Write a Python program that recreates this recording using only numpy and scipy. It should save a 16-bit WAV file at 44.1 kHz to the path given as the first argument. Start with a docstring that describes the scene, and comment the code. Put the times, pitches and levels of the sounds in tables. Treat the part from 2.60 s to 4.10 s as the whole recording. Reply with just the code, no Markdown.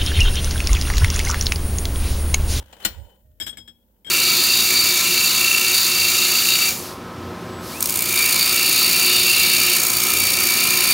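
"""Quiet kitchen, a stereo microphone close to an espresso machine, the cup mostly off its left side; an appliance hums.
From the start air buffets the ports (filtered noise) and a glass cup scrapes along the steel (noise, stirred modes).
It taps the steel of the espresso machine, then at 0.25 s knocks it hard: a noise crack over ringing modes, a squeal.
A faint creak sinks at 0.64 s; from 0.8 s the cup rocks and skids on the drip tray, its modes struck and stirred
by tiny catches, with gliding sine squeals and low thuds of the casing. A diffuse noise tail makes the room."""
import sys
import numpy as np
from scipy import signal
from scipy.fft import rfft, irfft
from scipy.io import wavfile
from scipy.ndimage import uniform_filter1d

SR = 44100
rng = np.random.default_rng(int(sys.argv[2]) if len(sys.argv) > 2 else 0)


def master(y):
    """Save y as 16-bit WAV."""
    cut = np.clip(np.atleast_2d(y).T, -1, 1)
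    pcm = np.round(cut * 32767)  # scale
    wavfile.write(sys.argv[1], SR, pcm.astype(np.int16))


N = 66150
T = np.arange(N) / SR
ALIKE_BELOW_HZ = 970  # the two ports hear much the same below this


def undb(db):
    """Amplitude gain for a level in dB."""
    return 10 ** (np.asarray(db) / 20)


def unit(x):
    """Scale to rms 1."""
    return x / np.sqrt(np.mean(x ** 2))


def pan(left_right_db):
    """Left and right gains, half the level difference each way."""
    return undb(np.array([[.5], [-.5]]) * left_right_db)


def curve(rows, column=1):
    """A table column joined by straight lines in time."""
    rows = np.array(rows)
    return np.interp(T, rows[:, 0], rows[:, column])


def bin_hz():
    """Frequencies of the spectrum's bins, at least 1 Hz."""
    return np.maximum(np.arange(N // 2 + 1) * SR / N, 1)


def by_hz(points):
    """A table of levels joined by straight lines on log frequency."""
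    hz, db = np.array(points).T
    return np.interp(np.log(bin_hz()), np.log(hz), db)


def envelope(start, attack, hold, t60):
    """Linear attack, exponential fall once `hold` seconds have passed since the start."""
    age = T - start
    fall = np.exp(-np.log(1000) * np.maximum(age - hold, 0) / t60)
    return np.clip(age / attack, 0, 1) * fall


def convolve(x, response):
    """Each channel through a response, cut to the scene's length."""
    return signal.fftconvolve(np.atleast_2d(x), response, axes=1)[:, :N]


# balance of near sounds at the two ports, mostly to the left: pitch_hz, left_right_db
PORT_BALANCE = [(100, 8), (250, -1), (700, -2), (1300, 3), (4400, 13.5), (8200, 9.5), (10500, -0.5),
                (12500, -2), (15000, 6.5)]


def noise(colour, near=True, tilt_db=0, lift_db=0):
    """Coloured stereo noise at rms 1, alike in the bass; near sounds take the port balance."""
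    hz = bin_hz()
    mid, side = rfft(rng.standard_normal((2, N)))
    apart = hz / np.hypot(hz, ALIKE_BELOW_HZ)
    octaves = np.log2(np.maximum(hz, 300) / 3000)  # the tilt turns about 3 kHz
    ports = mid + np.array([[1], [-1]]) * apart * side
    ports = ports * undb(by_hz(colour) + tilt_db * octaves + lift_db)
    return unit(irfft(ports * pan(by_hz(PORT_BALANCE) * near), N))


def resonance(hz, width_hz):
    """A narrow wavering tone: one resonance stirred by noise, rms 1."""
    response = 1 / (1 + 2j * (bin_hz() - hz) / width_hz) ** 2
    return unit(irfft(rfft(rng.standard_normal(N)) * response, N))


def clicks(per_s):
    """Random tiny catches of a sliding contact, rms 1."""
    return unit((rng.random(N) < per_s / SR) * rng.standard_normal(N))


RING_RISE_CYCLES = 3


def ring(modes, start=0):
    """Decaying sine modes; the phase step between the ports grows with pitch up to a limit."""
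    out = 0
    draws = rng.uniform(-np.pi, np.pi, (len(modes), 2))
    for (hz, db, t60, pan_db), (phase, lag) in zip(modes, draws):
        step = np.pi / 2 * np.sign(lag) + lag / 10
        step = step * min(hz / ALIKE_BELOW_HZ / 2, 1)
        phases = phase + np.array([[0], [1]]) * step
        rise = RING_RISE_CYCLES / hz
        tone = envelope(start, rise, rise, t60) * np.sin(2 * np.pi * hz * T + phases)
        out = out + undb(db) * pan(pan_db) * tone
    return out


MODE_WIDTH_HZ = 75


def peaks(modes, db):
    """The dB lift that an object's modes give to contact noise, strongest in the treble."""
    hz = bin_hz()
    bumps = [1 / (1 + ((hz - mode[0]) / MODE_WIDTH_HZ) ** 2) for mode in modes]
    return db * np.max(bumps, axis=0) * hz / (hz + 2000)


# colour of the quiet kitchen: pitch_hz, relative_level_db (per Hz)
KITCHEN_COLOUR = [(25, -19), (60, -0.5), (130, -12), (270, -8.5), (400, -15), (530, -12), (760, -28.5),
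                  (1400, -39), (10000, -35.5), (12700, -24)]
KITCHEN_DB, KITCHEN_PAN_DB = -64.5, 2
HUM_HZ, HUM_DB, HUM_PAN_DB = 55, -65.5, -8.5
DRONE_HZ, DRONE_WIDTH_HZ, DRONE_DB = 204, 39, -72


def kitchen():
    """Steady room noise, an appliance's sine hum and its wavering drone, a noise-stirred resonance."""
    air = undb(KITCHEN_DB) * pan(KITCHEN_PAN_DB) * noise(KITCHEN_COLOUR, near=False)
    hum = undb(HUM_DB) * pan(HUM_PAN_DB) * np.sin(2 * np.pi * HUM_HZ * T)
    drone = undb(DRONE_DB) * resonance(DRONE_HZ, DRONE_WIDTH_HZ)
    return air + hum + drone


# gusts at the microphone ports: time_s, level_db (before BUFFET_DB), left_right_db
GUSTS = [(0.0, -30, -1.5), (0.032, -47, -1.5), (0.228, -63.5, -5), (0.266, -32.5, -5), (0.342, -44.5, -8),
         (0.396, -40.5, -26), (0.466, -52.5, -22.5), (0.512, -69.5, -2), (0.676, -49, -4.5),
         (0.802, -58.5, 9), (0.818, -48.5, 7), (1.37, -78, -1), (1.5, -56.5, -4)]
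# colour of the gusts: pitch_hz, relative_level_db (per Hz)
GUST_COLOUR = [(15, -29), (35, -16), (55, 3), (92, -7.5), (125, -19), (1000, -84.5)]
BUFFET_DB = -2.5


def buffeting():
    """Moving air and handling rumble at the ports: low noise, evened out and then shaped by the gusts."""
    rumble = noise(GUST_COLOUR, near=False)
    power = uniform_filter1d(np.mean(rumble ** 2, axis=0), size=2200)  # 50 ms average
    rumble = rumble / np.sqrt(power)
    return rumble * undb(BUFFET_DB + curve(GUSTS)) * pan(curve(GUSTS, column=2))


ROOM_DB, ROOM_ONSET_S = -23, 0.004
ROOM_T60_S, ROOM_TREBLE_T60_S = 0.47, 1


def room(x):
    """A diffuse tail of decaying noise, the treble part fading more slowly."""
    low_colour = [(100, 6.5), (3500, 1.0), (7000, -3.0), (16000, -28)]
    high_colour = [(1000, -24.5), (6000, -8.0), (16000, 6.5)]
    low = noise(low_colour, near=False) * envelope(0.001, ROOM_ONSET_S, 0, ROOM_T60_S)
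    high = noise(high_colour, near=False) * envelope(.004, ROOM_ONSET_S, 0, ROOM_TREBLE_T60_S)
    tail = unit(low + undb(-5) * high) / np.sqrt(N)
    crossed = x + 0.1 * x[::-1]  # a little of each side feeds the other
    return undb(ROOM_DB) * convolve(crossed, tail)


# glass scraping along the steel: time_s, level_db (before the grit)
SCRAPE = [(0, -49), (0.06, -56.5), (0.18, -56), (0.215, -48.5), (0.255, -36.5), (0.4, -64), (0.55, -69.5),
          (0.63, -81.5)]
# colour of the scrape: pitch_hz, relative_level_db (per Hz)
SCRAPE_COLOUR = [(180, -30.5), (300, -4), (960, -5.5), (1150, -9), (1550, -4.5), (2320, -13.5),
                 (3250, -8.5), (4670, -22), (16000, -16.5)]
# fluttering squeak as the cup slides: time_s, level_db
SQUEAK_LEVEL = [(0.03, -86.5), (0.08, -70), (0.19, -65), (0.23, -44.5), (0.27, -61), (0.39, -71),
                (0.47, -68), (0.57, -79), (0.64, -103)]
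# dull rubbing of the hand on the cup: time_s, level_db
HAND_RUB = [(0, -61), (0.025, -45), (0.045, -68.5), (0.14, -53.5), (0.2, -59), (0.3, -53), (0.52, -58),
            (0.78, -96.5), (0.92, -63), (1.15, -74)]
# colour of the rubbing: pitch_hz, relative_level_db (per Hz)
HAND_COLOUR = [(80, -10), (190, 0), (380, -7), (540, 4), (700, -8.5), (920, -1), (1200, -26.5),
               (4000, -41.5)]
SLIDE_CLICKS_PER_S, SLIDE_SOFT_HZ, SLIDE_RING_DB = 700, 2500, -11
GRIT_DB, GRIT_S = 3.5, .006  # rms unevenness of the scrape and its averaging time
SQUEAK_HZ, SQUEAK_WIDTH_HZ, SQUEAK_PAN_DB = 3035, 21, 16


def sliding():
    """Glass scrapes unevenly along the steel, stirs its lower modes and squeaks; the hand rubs dully."""
    soften = 1 / (1 + (bin_hz() / SLIDE_SOFT_HZ) ** 2) ** 2
    catches = irfft(rfft(clicks(SLIDE_CLICKS_PER_S)) * soften, N)
    stirred = unit(convolve(catches, ring(STEEL_MODES)))
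    grit = unit(uniform_filter1d(rng.standard_normal(N), size=int(GRIT_S * SR)))
    scrape = noise(SCRAPE_COLOUR) + undb(SLIDE_RING_DB) * stirred
    scrape = undb(curve(SCRAPE) + GRIT_DB * grit) * scrape
    squeak = undb(curve(SQUEAK_LEVEL)) * pan(SQUEAK_PAN_DB) * resonance(SQUEAK_HZ, SQUEAK_WIDTH_HZ)
    rubbing = undb(curve(HAND_RUB)) * noise(HAND_COLOUR)
    return scrape + squeak + rubbing


CREAK_START_S, CREAK_LENGTH_S, CREAK_T60_S = 0.64, .07, 0.84
CREAK_HZ, CREAK_SAG_HZ_PER_S = 630, 257
CREAK_DB, CREAK_THIRD_DB, CREAK_PAN_DB = -68.5, -19, -7.5


def creak():
    """A soft tone and its third harmonic, sinking as the cup drags and then fading."""
    age = np.clip(T - CREAK_START_S, 0, CREAK_LENGTH_S)
    phase = 2 * np.pi * np.cumsum(CREAK_HZ - CREAK_SAG_HZ_PER_S * age) / SR
    tone = np.sin(phase) + undb(CREAK_THIRD_DB) * np.sin(3 * phase)
    shape = envelope(CREAK_START_S, 0.0057, CREAK_LENGTH_S, CREAK_T60_S)
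    return undb(CREAK_DB) * pan(CREAK_PAN_DB) * shape * tone


# stick-slip squeals: start_s, hold_s, level_db (before panning), pitch_hz, glide_hz_per_s
STICK_SLIPS = [(0.237, 0.0047, -37, 4240, -2.5), (0.807, 0.017, -29.5, 3255, 912),
               (0.808, 0.053, -47, 5074, 300), (0.866, 0.036, -48, 5255, -600),
               (0.888, 0.01, -31, 3327, 304), (0.89, 0.016, -39.5, 8340, 0),
               (0.923, 0.0077, -41, 3335, -300), (1.074, 0.021, -42.5, 3335, 105),
               (1.446, 0.022, -42, 3213, 9), (1.466, 0.026, -36, 3222, 1800.5),
               (1.476, 0.0079, -44, 1568, 2499)]
SQUEAL_ATTACK_S, SQUEAL_T60_S = 0.0069, 0.07
SQUEAL_PAN_DB, SQUEAL_WOBBLE_HZ = 14, 22


def squeals():
    """Stick-slip friction sings one wobbling, gliding sine for a moment, then lets it ring out."""
    out = 0
    for start, hold, db, hz, glide in STICK_SLIPS:
        wobble = unit(uniform_filter1d(rng.standard_normal(N), size=150))
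        pitch = hz + glide * np.clip(T - start, 0, 2 * hold) + SQUEAL_WOBBLE_HZ * wobble
        phase = 2 * np.pi * np.cumsum(pitch) / SR
        ports = np.sin(phase + np.array([[np.pi / 2], [0]]))  # a quarter cycle apart
        out = out + undb(db) * envelope(start, SQUEAL_ATTACK_S, hold, SQUEAL_T60_S) * ports
    return out * pan(SQUEAL_PAN_DB)


# modes of the glass cup: pitch_hz, relative_level_db, t60_s, left_right_db
CUP_MODES = [(1715, -8, 0.062, 4.5), (2202, -1.5, 0.032, 13.5), (3304, -6, 0.29, 6.5),
             (3744, -14, 0.076, 10.5), (5163, -6.5, 0.18, 5.5), (7200, -12, 0.14, 4.5),
             (7660, -7, 0.08, 18), (7870, -12.5, 0.16, 15.5), (8340, -11, 0.11, 19.5),
             (9080, -14.5, 0.066, 18), (9820, -26, 0.28, -10), (12170, -11.5, 0.069, 3),
             (12000, -7, 0.074, -6.5), (14100, -22, 0.074, 6), (14600, -8.5, 0.043, 10)]
TWIN_SPLIT, TWIN_DB, STRIKE_SPREAD_DB = 0.0045, -8.5, 1.5  # split as a share of the pitch


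def cup_ring(start=0):
    """The cup is not quite round: each mode beats with a weaker twin, differently at each contact."""
    modes = []
    draws = rng.standard_normal((len(CUP_MODES), 2))
    for (hz, db, t60, pan_db), (strike, split) in zip(CUP_MODES, draws):
        db = db + STRIKE_SPREAD_DB * strike
        twin_hz = hz * (1 + TWIN_SPLIT * (1 + split / 2))
        modes += [(hz, db, t60, pan_db), (twin_hz, db + TWIN_DB, t60, pan_db)]
    return ring(modes, start)


# the cup landing on the drip tray: start_s, relative_ring_db, relative_chatter_db, skid_s,
# treble_tilt_db_per_octave
LANDINGS = [(0.7999, 2.5, 0.5, 0.028, 1), (0.8647, -6.5, 3.5, 0.016, 1), (0.927, -34, -14, 0.009, -2),
            (0.9712, -4.5, -8, 0.014, -1), (1.076, -15, -12.5, 0.0068, -0.5),
            (1.4464, -15, -16, 0.0056, -1.5), (1.466, -10.5, -9.5, 0.064, -2)]
# colour of the glass chattering on the tray: pitch_hz, relative_level_db (per Hz)
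CHATTER_COLOUR = [(59, -43), (100, -6), (308, -3), (1170, -15.5), (1550, -7.5), (2170, -15), (2630, -16.5),
                  (3250, -5), (4500, -22.5), (5200, -20.5), (6400, -21.5), (7700, -18), (8800, -25.5),
                  (15000, -16), (16000, -51)]
# modes of the casing under the tray: pitch_hz, relative_level_db, t60_s, left_right_db
CASING_MODES = [(97, -1, 0.35, -0.5), (176, -10, 0.54, 6), (235, -7, 0.75, 2.5), (328.5, -3.5, 0.2, -5)]
CUP_DB, CUP_PEAK_DB, CASING_DB = -36, 13, -45.5
CHATTER_DB, CHATTER_T60_S = -34.5, 0.11
SKID_DRIVE, SKID_CLICKS_PER_S = 0.78, 1000


def rocking():
    """Each landing rings cup and casing and chatters, then skids in a burst of tiny catches."""
    out, lift_db = 0, peaks(CUP_MODES, CUP_PEAK_DB)
    for start, ring_db, chatter_db, skid, tilt_db in LANDINGS:
        catches = clicks(SKID_CLICKS_PER_S) * envelope(start, .002, skid, .03)
        catches = catches / np.sqrt(SR / 50)
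        cup = cup_ring(start) + SKID_DRIVE * convolve(catches, cup_ring())
        chatter = noise(CHATTER_COLOUR, tilt_db=tilt_db, lift_db=lift_db)
        chatter = chatter * envelope(start, 0.00095, skid, CHATTER_T60_S)
        # the thud grows less than the ring with a harder landing
        thud = undb(CASING_DB + 0.79 * ring_db) * ring(CASING_MODES, start)
        out = out + undb(ring_db + CUP_DB) * cup + undb(chatter_db + CHATTER_DB) * chatter + thud
    return out


# colour of the crack, the steel's dense short modes: pitch_hz, relative_level_db (per Hz)
CRACK_COLOUR = [(70, -37), (676, -5), (1080, -10.5), (1420, -13), (3050, -8), (4290, -13), (5600, -19.5),
                (6560, -23), (7290, -14.5), (10700, -23), (11400, -13), (15000, -16.5), (16000, -37)]
PANEL_COUNT, PANEL_LOW_HZ, PANEL_HIGH_HZ = 44, 2000, 13000
PANEL_DB, PANEL_T60_S = -43.5, 0.2


def panels():
    """Scattered modes of the machine's sheet metal, coloured like the crack."""
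    scatter = 1 + rng.uniform(-1, 1, PANEL_COUNT) / PANEL_COUNT
    hzs = np.geomspace(PANEL_LOW_HZ, PANEL_HIGH_HZ, PANEL_COUNT) * scatter
    levels = np.interp(hzs, bin_hz(), by_hz(CRACK_COLOUR))
    sides = np.interp(hzs, bin_hz(), by_hz(PORT_BALANCE))
    return [(hz, db - levels.max(), PANEL_T60_S, side) for hz, db, side in zip(hzs, levels, sides)]


# the cup knocking the steel: start_s, relative_crack_db, relative_ring_db, treble_tilt_db_per_octave
BLOWS = [(0.127, -25, -33.5, -3), (0.2494, 1, -0.5, 1.5)]
# modes of the steel, struck here and stirred by the sliding:
# pitch_hz, relative_level_db, t60_s, left_right_db
STEEL_MODES = [(200, -17.5, 0.076, -0.5), (321, -20, 0.11, -2.5), (1451, -14, 0.065, 13.5),
               (1925, -14.5, 0.11, 6), (2978, -7.5, .085, 13.5), (3215, -11, 0.025, 6),
               (4217, -15, 0.1595, 7.5), (5080, -19, 0.12, 6.5), (5510, -20.5, 0.16, 4.5),
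               (5960, -18, 0.13, 2), (7100, -4.5, 0.056, 11), (7330, -7.5, 0.059, 11),
               (8340, -12.5, .09, 18), (9890, -10.5, 0.032, 4), (13120, -9.5, 0.0759, 1.5),
               (15200, -12.5, 0.17, 11.5)]
CRACK_DB, CRACK_T60_S = -19.5, 0.081
STEEL_DB, STEEL_PEAK_DB = -13, 8


def knocks():
    """A light tap, then a hard blow: dense crack, ringing steel modes and the panels' weak shimmer."""
    out, sheet = 0, panels()
    lift_db = peaks(STEEL_MODES, STEEL_PEAK_DB)
    for start, crack_db, ring_db, tilt_db in BLOWS:
        crack = noise(CRACK_COLOUR, tilt_db=tilt_db, lift_db=lift_db)
        crack = crack * envelope(start, 0.000405, 0.007, CRACK_T60_S)
        metal = undb(STEEL_DB) * ring(STEEL_MODES, start) + undb(PANEL_DB) * ring(sheet, start)
        out = out + undb(crack_db + CRACK_DB) * crack + undb(ring_db) * metal
    return out


def scene():
    """The kitchen and the air at the ports, under the near sounds and their room tail."""
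    near = sliding() + creak() + squeals() + rocking() + knocks()
    return kitchen() + buffeting() + room(near) + near


TOP_HZ = 15900


def record(dry):
    """The recorder cuts the top with a steep low-pass."""
    low_pass = signal.ellip(8, .2, 70, TOP_HZ, fs=SR, output="sos")
    return signal.sosfilt(low_pass, dry)


dry = scene()
out = record(dry)
master(out)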